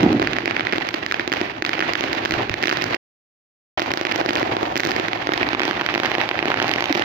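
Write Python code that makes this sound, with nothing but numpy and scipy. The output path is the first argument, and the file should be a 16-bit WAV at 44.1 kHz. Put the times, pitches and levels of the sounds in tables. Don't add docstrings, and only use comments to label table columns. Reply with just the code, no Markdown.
import sys
import numpy as np
from scipy import signal
from scipy.fft import rfft, irfft
from scipy.io import wavfile
from scipy.ndimage import uniform_filter1d, minimum_filter1d, map_coordinates

SR = 44100
rng = np.random.default_rng(int(sys.argv[2]) if len(sys.argv) > 2 else 0)


def output_pcm(signal):
    pcm = np.clip(np.atleast_2d(signal).T, -1, 1) * 32767
    wavfile.write(sys.argv[1], SR, np.round(pcm).astype(np.int16))


N = 310812


def amp(db):
    return 10 ** (np.asarray(db) / 20)


def unit(x):
    return x / np.sqrt(np.mean(x ** 2) + 1e-20)


def along(points, hz):
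    point_hz, values = np.transpose(points)
    return np.interp(np.log(hz + 1), np.log(point_hz + 1), values)


def curves(rows):
    s, *columns = np.transpose(rows)
    return [np.interp(np.arange(N) / SR, s, column) for column in columns]


def causal(db):
    cepstrum = irfft(np.log(amp(db)))
    size = cepstrum.shape[-1]
    fold = 1 + np.sign(np.fft.fftfreq(size))
    return irfft(np.exp(rfft(cepstrum * fold)))


def coloured(x, points):
    pulse = causal(along(points, np.fft.rfftfreq(4096, 1 / SR)))
    return signal.oaconvolve(np.atleast_2d(x), pulse[None], axes=1)[:, :x.shape[-1]]


def add(track, s, sound):
    start = max(round(s * SR), 0)
    part = track[..., start:start + sound.shape[-1]]
    part += sound[..., :part.shape[-1]]


def fade(t, t60, rise_s):
    age = np.maximum(t, 0)
    shape = amp(-60 * age / t60) * (1 - np.exp(-age / rise_s))
    return shape / np.linalg.norm(shape)


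def wobble(rate):
    knots = rng.standard_normal(int(N * rate / SR) + 4)
    return map_coordinates(knots, [np.arange(N) * rate / SR])


def stereo(front, left, right, alike):
    return np.sqrt(alike) * front + np.sqrt(1 - alike) * np.array([left, right])


# start_s, level_db (start of the roll), t60_s, push_db (against the start of the roll)
PUSHES_AND_ROLLS = [(0, -19, .9, 17), (0.0315, -16, .13, 31.5), (0.0378, -10.5, 0.16, 29),
                    (.062, -9.5, 0.11, 23.5), (.099, -13.5, 0.31, 20), (.147, -17, 0.3, 19),
                    (4.424, -28, 0.21, 24), (4.861, -20, .15, 11), (6.902, -19.5, 0.15, 25)]
# pitch_hz, level_db
BOOM_COLOUR = [(25, -36.5), (60, -34), (110, -9.5), (170, -2.5), (220, -2.5), (310, 4), (400, -7.5),
               (580, -22.5), (740, -13.5), (1100, -40), (2500, -35.5), (6000, -70)]


def boom_and_thuds():
    track, t = np.zeros(N), np.arange(SR) / SR
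    for s, db, t60, push_db in PUSHES_AND_ROLLS:
        roll = amp(-60 * t / t60) * rng.standard_normal(len(t))
        roll[0] -= amp(push_db)
        add(track, s, amp(db) * roll)
    gain = np.sqrt(np.mean(amp(along(BOOM_COLOUR, np.linspace(0, SR / 2, SR))) ** 2))
    return coloured(track / gain, BOOM_COLOUR)


# time_s, delay_ms
CRACKER_BEARING = [(0, .5), (2.9, 0.501), (3.8, .475), (5.15, 0.49), (5.45, .3), (5.7, .14), (6.2, 0.15),
                   (6.75, 0.16), (7.05, 0.36)]


def from_the_right(x):
    delay_ms, = curves(CRACKER_BEARING)
    shadow_ms = .07
    late = map_coordinates(x, [np.arange(N) - (delay_ms - shadow_ms) * SR / 1000], order=3)
    return np.array([late, x])


def pops(rate, spread_db, smear):
    size = amp(spread_db * np.clip(rng.standard_normal(N), -2, 2)) * rng.choice([-1, 1], N)
    separate = unit(size * (rng.random(N) < rate / SR))
    return np.sqrt(1 - smear) * separate + np.sqrt(smear) * rng.standard_normal(N)


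def volley(colour, rate, spread_db, smear, alike, bearing=True):
    front, left, right = (pops(rate, spread_db, smear) for _ in range(3))
    shared = from_the_right(front) if bearing else front
    return unit(coloured(stereo(shared, left, right, alike), colour))


# start_s, peak_db, thump_db, snap_db_per_octave
NEAR_CRACKERS = [(0.0077, -3, 10, 2), (0.0317, 1, 7, 2), (0.129, -4, 8, 2), (0.1976, 1, 7, 0.5),
                 (0.2189, 0.0, 9, -2), (0.2266, 1, -2, -4), (0.273, 2.5, -9, -2), (0.3333, -2, -10, 0),
                 (0.3661, -3, 0, 1), (0.3857, 3, 1, -5), (0.4578, 3, 0.5, 0), (0.4778, 3.0, 1, -5),
                 (0.51, -0.5, 2, -3.5), (0.5662, 0, -8, -7), (0.596, 0, -7, -8), (0.608, -1.5, -7, -4.5),
                 (0.6699, 1.5, -6, -4.5), (0.725, 3, -6, -1.5), (0.7305, 1, 6, -4), (0.7352, 3.5, 3.5, -5),
                 (0.7593, -6, -2, -1), (0.7825, 4.5, 3, -1), (0.8705, -7, 5, 1), (0.889, -2.5, -10, 0),
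                 (0.9415, 2.5, -9, -1.5), (0.9447, 0.5, 7, 2), (1.0634, -1.5, -1, 1.5),
                 (1.1128, -2.5, -7, -3), (1.1228, 2.5, 2.5, 1), (1.1432, 2.5, 2, -1), (1.1964, -0.5, 1, -3),
                 (1.2772, 1.5, 0, 1), (1.3194, 4, 4, -1), (1.3269, 5, -4, 0), (1.3374, 4.5, 0, -1),
                 (1.414, 3.5, 6, 2.5), (1.6231, 5.5, 3, 1.5), (1.65, 3.5, -2, -1), (1.6637, 0.5, -5, -1),
                 (1.6932, 4.5, -1, 0), (1.7327, -0.5, -12, -3), (1.7929, 8.5, 3, -1.5), (1.8053, 6, -1, 0),
                 (1.8122, 2, 1, -5), (1.8249, 3.5, 1, -8), (1.9353, 7, 2, 4), (1.9541, 5.5, -3, -4),
                 (2.0089, 6.0, 7, 5), (2.0392, 3, -0.5, 0), (2.1305, 3.5, 1, 2.5), (2.2514, 5.5, 7, 2.5),
                 (2.2574, 7, -6, -1), (2.3093, 5, 4, 3.5), (2.3218, 3, 5, 2), (2.3393, 5, 2, 2),
                 (2.496, 3.5, -2.5, 0.5), (2.541, 4, 1, 1.5), (2.627, 3, -1, 4), (2.6347, 2, 4, 0),
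                 (2.6392, 4.0, -7, -5), (2.6567, 7, 1, 2), (2.6728, 6, -6, 3), (2.6817, 6.5, -1, -3),
                 (2.694, 11.5, -6, 1), (2.6998, 9.0, -10, 1), (2.713, 8.5, 1, -6), (2.7268, 10, 2, -1),
                 (2.7717, 8.5, 2, 1), (2.8221, 4, -3, 3), (2.841, 6, 8, 5), (2.9447, 6, 1, -2),
                 (2.948, 1.5, 0, 8.5), (3.7957, 7.5, -1, 1.5), (3.802, 1, 4, 5), (3.8193, 9.5, 6, 2),
                 (3.8256, -1, -4, 9), (3.917, 5.5, -3.5, 2.5), (3.9379, 9, 4, 3.5), (3.974, 8, -1, 1.5),
                 (4.0127, 10.5, 4, 0), (4.0519, 10.5, 2, 0.5), (4.069, 8, -2, -6), (4.114, 2.5, -5, 0),
                 (4.1185, 3.0, -9, -8), (4.1224, 8, 2, 1.5), (4.1596, 4.0, 7, 6.5), (4.213, 7, 1, -4),
                 (4.2612, 5, 7, 1), (4.2898, 6.5, 1.5, -1), (4.2934, 6.5, 1, 0), (4.3073, 9, 5, 1),
                 (4.333, 2.5, 6, 6), (4.3551, 8.5, 5, 7), (4.3617, 6, -4, -13), (4.3717, 3.5, 1, 3),
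                 (4.382, -2, -9, -4), (4.388, -3, 3, 1), (4.4295, 7.5, 8, 0), (4.5677, 6.5, 7, -1.5),
                 (4.6306, -2, 11, 4.5), (4.757, 6.0, 5, -1), (4.7661, 8.5, 4, 1), (4.7734, 4, 3, 2),
                 (4.777, 0, 6, 20), (4.7982, 4, -3, -2), (4.8037, 7.5, 3, 6), (4.8344, 5, 0, -1),
                 (4.851, 9.5, 9, 8.5), (4.8628, 6, 6, -1), (4.8718, 4.5, 17, 12), (4.9087, 1, 4, 0),
                 (4.9173, 6.5, -2, 0), (4.9636, 3, 7.5, 5), (4.9983, 5, 8, 2), (5.0838, -1.5, 5, 0.5),
                 (5.1324, 2.5, -7, -5), (5.2716, 2.5, -1, -3), (5.2917, 2.5, 8, -14), (5.3208, 4.5, -2, -5),
                 (5.3363, 6, 4, 1.5), (5.34, 2.5, -1, 0), (5.3773, 3.5, -1, 0.5), (5.4133, -1.5, 0, -13),
                 (5.4305, 2.0, -7, -6), (5.4891, 5.5, -5, -2.5), (5.532, 2, 3, -1.5), (5.5491, 8.5, 0, -4),
                 (5.5962, 8, -3, -1), (5.6043, 7.0, 0, -14), (5.618, 5.0, 2, 2), (5.6338, 6.5, -2, -5),
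                 (5.6533, 5, 7, 3.5), (5.6798, 2.5, 4, 2.5), (5.711, 8, 0, -1.5), (5.8121, 7.5, 1, -1.5),
                 (5.8183, 3.5, 2, -8), (5.8634, 6, -4, 0), (5.8888, 1.5, -11, -10), (5.941, 3, 2, 3),
                 (5.9502, 5, -7, -3), (5.9587, 1.5, 2, -6), (5.9785, 5.5, 4, -1), (6.0005, 4, 2, -2),
                 (6.0343, 3, 0, 1), (6.0484, 3.0, -4, -7), (6.0563, 3, -3, -2), (6.0601, 0.5, -7, 3),
                 (6.1167, 3.5, -1, -4), (6.1516, 5.5, -3, -2.5), (6.1833, 2, 6, -1.5),
                 (6.2143, -1, -12, -1), (6.2904, 5.5, -5, -2), (6.3132, 7, -3, -7.5), (6.391, 6, -1, -6),
                 (6.4274, 4.5, 1, -6), (6.4563, 3.5, 10, 3.5), (6.4827, 1.5, 6.5, -3), (6.5031, 0, 8, -2),
                 (6.5176, 4, -6, -8), (6.5422, 6, -10, -2.5), (6.5735, 0.5, 3, 0), (6.6006, 5, -2, 2),
                 (6.6183, 3.5, -6, -11), (6.6261, 5, 3, 1.5), (6.644, 0.5, 0, -11), (6.6808, -2.5, -5, 2),
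                 (6.6933, 3.5, 4, 2), (6.7145, 3.5, -8, 0), (6.7378, 5.5, -20, 1), (6.7602, 2.0, 5, 3),
                 (6.784, -4, -4, -9), (6.807, 6, 1, 1), (6.8242, 4, -1.5, 0), (6.8414, 8, -5, -0.5),
                 (6.8575, 4, -9, -2), (6.9266, 8, -10, 2.5), (6.9511, 6.5, -7, 1), (6.9561, 4, 6, -1),
                 (6.9708, -2, 11, 2), (6.976, 2.5, 13, 2), (6.9957, 3.5, 3, 1), (7.0218, 5.5, -8, -3)]
# delay_s, rise_s, t60_s, rumble_db, clatter_db, crackle_db
BUILDING_ECHOES = [(.006, 0.0082, 0.98, -8, -5.5, -1), (.083, .002, 0.073, -9.5, -6, -2.5),
                   (0.556, .002, .04, -20, -17, -19.5)]


def echo_power(uneven_db=1.5):
    s, db, _, _ = np.transpose(NEAR_CRACKERS)
    t, power = np.arange(SR) / SR, np.zeros((3, N))
    uneven = uneven_db * rng.standard_normal((len(s), len(BUILDING_ECHOES)))
    strengths = amp(db[:, None] + uneven)
    for (delay, rise, t60, *bands_db), strength in zip(BUILDING_ECHOES, strengths.T):
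        blasts = np.bincount(np.round(np.abs(s) * SR).astype(int), strength ** 2, N)
        spread = fade(t - delay, t60, rise_s=rise) ** 2
        answer = np.abs(signal.fftconvolve(blasts, spread)[:N])
        power += amp(bands_db)[:, None] ** 2 * answer
    return power


# time_s, rumble_db, clatter_db, crackle_db
FAR_LEVELS = [(0, -22, -24, -23.5), (.2, -23, -34, -29.5), (.7, -35.5, -45, -33.5), (1.1, -39, -54, -36),
              (1.6, -36.5, -40, -41), (1.85, -34.5, -33, -27), (2.4, -28.5, -28, -25.5),
              (2.55, -35.5, -47, -34.5), (2.95, -32, -29, -28), (3.8, -29, -22.5, -21), (4, -40, -28, -38),
              (4.5, -30.5, -24.5, -32), (5.2, -34.5, -31.5, -31.5), (5.6, -28, -30.5, -24.5),
              (6.1, -38, -31.5, -30), (6.6, -30, -27.5, -26), (7.05, -43, -32, -29)]
# pitch_hz, level_db
RUMBLE_COLOUR = [(20, -28.5), (40, -23), (60, -4), (85, -8), (103, 3), (135, -1), (180, -3.5), (260, 3.5),
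                 (340, 6.5), (430, -1), (560, -11.5), (1000, -44.5)]
CLATTER_COLOUR = [(200, -36), (380, -11.5), (480, -2.5), (750, 3), (1100, -3), (1400, -10), (2500, -28)]
CRACKLE_COLOUR = [(600, -39.5), (1000, -6.5), (1300, -2), (1900, 4), (2600, 1), (3500, -5.5), (4800, -11.5),
                  (6300, -25)]


def far_fireworks(rumble_db=-0.5, clatter_db=-0.63, crackle_db=-1, clump_db=1.84, clump_rate=70):
    rumble, clatter, crackle = np.sqrt(amp(curves(FAR_LEVELS)) ** 2 + echo_power())
    clumps = clump_db * wobble(clump_rate)
    low = volley(RUMBLE_COLOUR, rate=160, spread_db=2, smear=.6, alike=1.0, bearing=False)
    middle = volley(CLATTER_COLOUR, rate=220, spread_db=6.5, smear=0.44, alike=0.44)
    high = volley(CRACKLE_COLOUR, rate=400, spread_db=0.5, smear=0.31, alike=0.071)
    return (rumble * amp(rumble_db) * low
            + clatter * amp(clatter_db + clumps) * middle
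            + crackle * amp(crackle_db + clumps) * high)


def reflections(size, rate):
    return unit(rng.standard_normal((2, size)) * (rng.random((2, size)) < rate / SR))


# pitch_hz, level_db
BLAST_COLOUR = [(30, -14), (60, -16.5), (110, 7.5), (180, 8.5), (260, 15), (340, 23), (450, 12), (800, 17),
                (1200, 15), (1900, 19.5), (2600, 15.5), (3500, 10.5), (4800, 6.5), (6300, -2)]
# pitch_hz, level_db
OVERALL_TREBLE = [(6300, 0), (8000, -18.5), (10000, -31.5), (12500, -16), (15000, -14), (16500, -24.5)]
TEAR_PITCHES = [700, 1100, 1600, 2200, 3000, 4200]
TEAR_DB = 1.68
BOUNCE_MS, BOUNCE_OCTAVES = .4, .7
FACADE_S, FACADE_SPREAD_S, FACADE_DB, FACADE_SPREAD_DB = .0415, .0008, -23, 2.5
FACADE_TREBLE_DB_PER_OCTAVE = 3
# delay_s, level_db, t60_s
WALL_SLAPS = [(0.0185, -18.5, 0.017), (0.0406, -19.5, .02)]


def crackers(body_db=-1.0, thump_hz=900, snap_hz=2350, scatter_db=-10, scatter_t60=0.011, bounce=0.48,
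             echo_db=-13.0, echo_t60=0.42):
    hz, t = np.fft.rfftfreq(1024, 1 / SR), np.arange(SR // 5) / SR
    low = 1 / (1 + (hz / thump_hz) ** 4)
    high = np.clip(np.log2((hz + 1) / snap_hz), 0, 1.35)
    direct, around = np.zeros(N), np.zeros((2, N))
    scatter = amp(scatter_db) * fade(t, scatter_t60, rise_s=0.00078)
    tail = amp(echo_db) * fade(t, echo_t60, rise_s=0.017)
    for delay, db, t60 in WALL_SLAPS:
        tail = tail + amp(db) * fade(t - delay, t60, rise_s=0.0009)
    bounces_ms = BOUNCE_MS * 2 ** (BOUNCE_OCTAVES * rng.standard_normal(len(NEAR_CRACKERS)))
    for (s, db, thump_db, snap_db), bounce_ms in zip(NEAR_CRACKERS, bounces_ms):
        colour = along(BLAST_COLOUR, hz) + (body_db + thump_db) * low + snap_db * high
        tear = TEAR_DB * rng.standard_normal(len(TEAR_PITCHES))
        colour = colour + along(np.c_[TEAR_PITCHES, tear], hz)
        peak = np.abs(causal(colour + along(OVERALL_TREBLE, hz))).max()
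        spike = amp(db) * causal(colour) / peak
        start = s - .0001
        add(direct, start, spike)
        add(direct, start + bounce_ms / 1000, bounce * spike)

        slap_db = db + FACADE_DB + rng.normal(0, FACADE_SPREAD_DB)
        slap = amp(slap_db) * causal(colour + FACADE_TREBLE_DB_PER_OCTAVE * high) / peak
        add(around, start + FACADE_S + rng.normal(0, FACADE_SPREAD_S), slap)

        answer = scatter * rng.standard_normal((2, len(t))) + tail * reflections(len(t), rate=600)
        add(around, start, signal.fftconvolve(spike[None], answer, axes=1))
    return from_the_right(direct) + around


# start_s, level_db, pitch_hz (centre of the band), t60_s
BURSTS = [(.034, -23, 700, .2), (2.331, -29, 90, .2), (2.367, -27.5, 125, .13), (2.39, -22.5, 700, 0.18),
          (2.505, -27, 100, .23), (3.774, -20.5, 794, 0.039), (5.793, -25, 1900, .045),
          (5.89, -20, 2090, 0.089)]


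def blurred_bursts(width_octaves=0.62, alike=0.75):
    track, t = np.zeros((2, N)), np.arange(SR // 4) / SR
    octaves = np.log2(np.fft.rfftfreq(len(t), 1 / SR) + 1)
    for s, db, hz, t60 in BURSTS:
        band = np.exp(-.5 * ((octaves - np.log2(hz)) / width_octaves) ** 2)
        noise = rng.standard_normal((3, len(t)))
        front, left, right = unit(irfft(rfft(noise) * band, len(t)))
        swell = fade(t, t60, rise_s=0.00091)
        add(track, s, amp(db) * swell / swell.max() * stereo(front, left, right, alike))
    return track


# pitch_hz, level_db
CAMERA_SHADOW = [(100, -2), (300, -3), (750, 0.5), (1200, -1.5), (1900, -7.5), (2600, -12.5), (3500, -12),
                 (5000, -15.5), (10000, -0.5), (14000, -5)]


def scene():
    left, right = boom_and_thuds() + far_fireworks() + crackers() + blurred_bursts()
    return np.array([coloured(left, CAMERA_SHADOW)[0], right])


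def limiter(x, ceiling=1.0, release_db_per_s=113, size=400):
    over_db = 20 * np.log10(np.maximum(np.abs(x).max(axis=0) / ceiling, 1))
    held_db = -minimum_filter1d(-over_db, size)
    recovery_db = release_db_per_s * np.arange(N) / SR
    cut_db = np.maximum.accumulate(held_db + recovery_db) - recovery_db
    return x * amp(-uniform_filter1d(cut_db, size=140))


SILENT_FROM_S, SILENT_TO_S = 2.97, 3.7735
TOP_HZ = 16300


def record(dry):
    t = np.arange(N) / SR
    going, returning = (SILENT_FROM_S - t) / .015, (t - SILENT_TO_S) / .002
    audible = np.clip(np.maximum(going, returning), 0, 1)
    heard = limiter(coloured(dry, OVERALL_TREBLE)) * audible
    return signal.sosfiltfilt(signal.butter(16, TOP_HZ, fs=SR, output="sos"), heard)


dry = scene()
out = record(dry)
output_pcm(out)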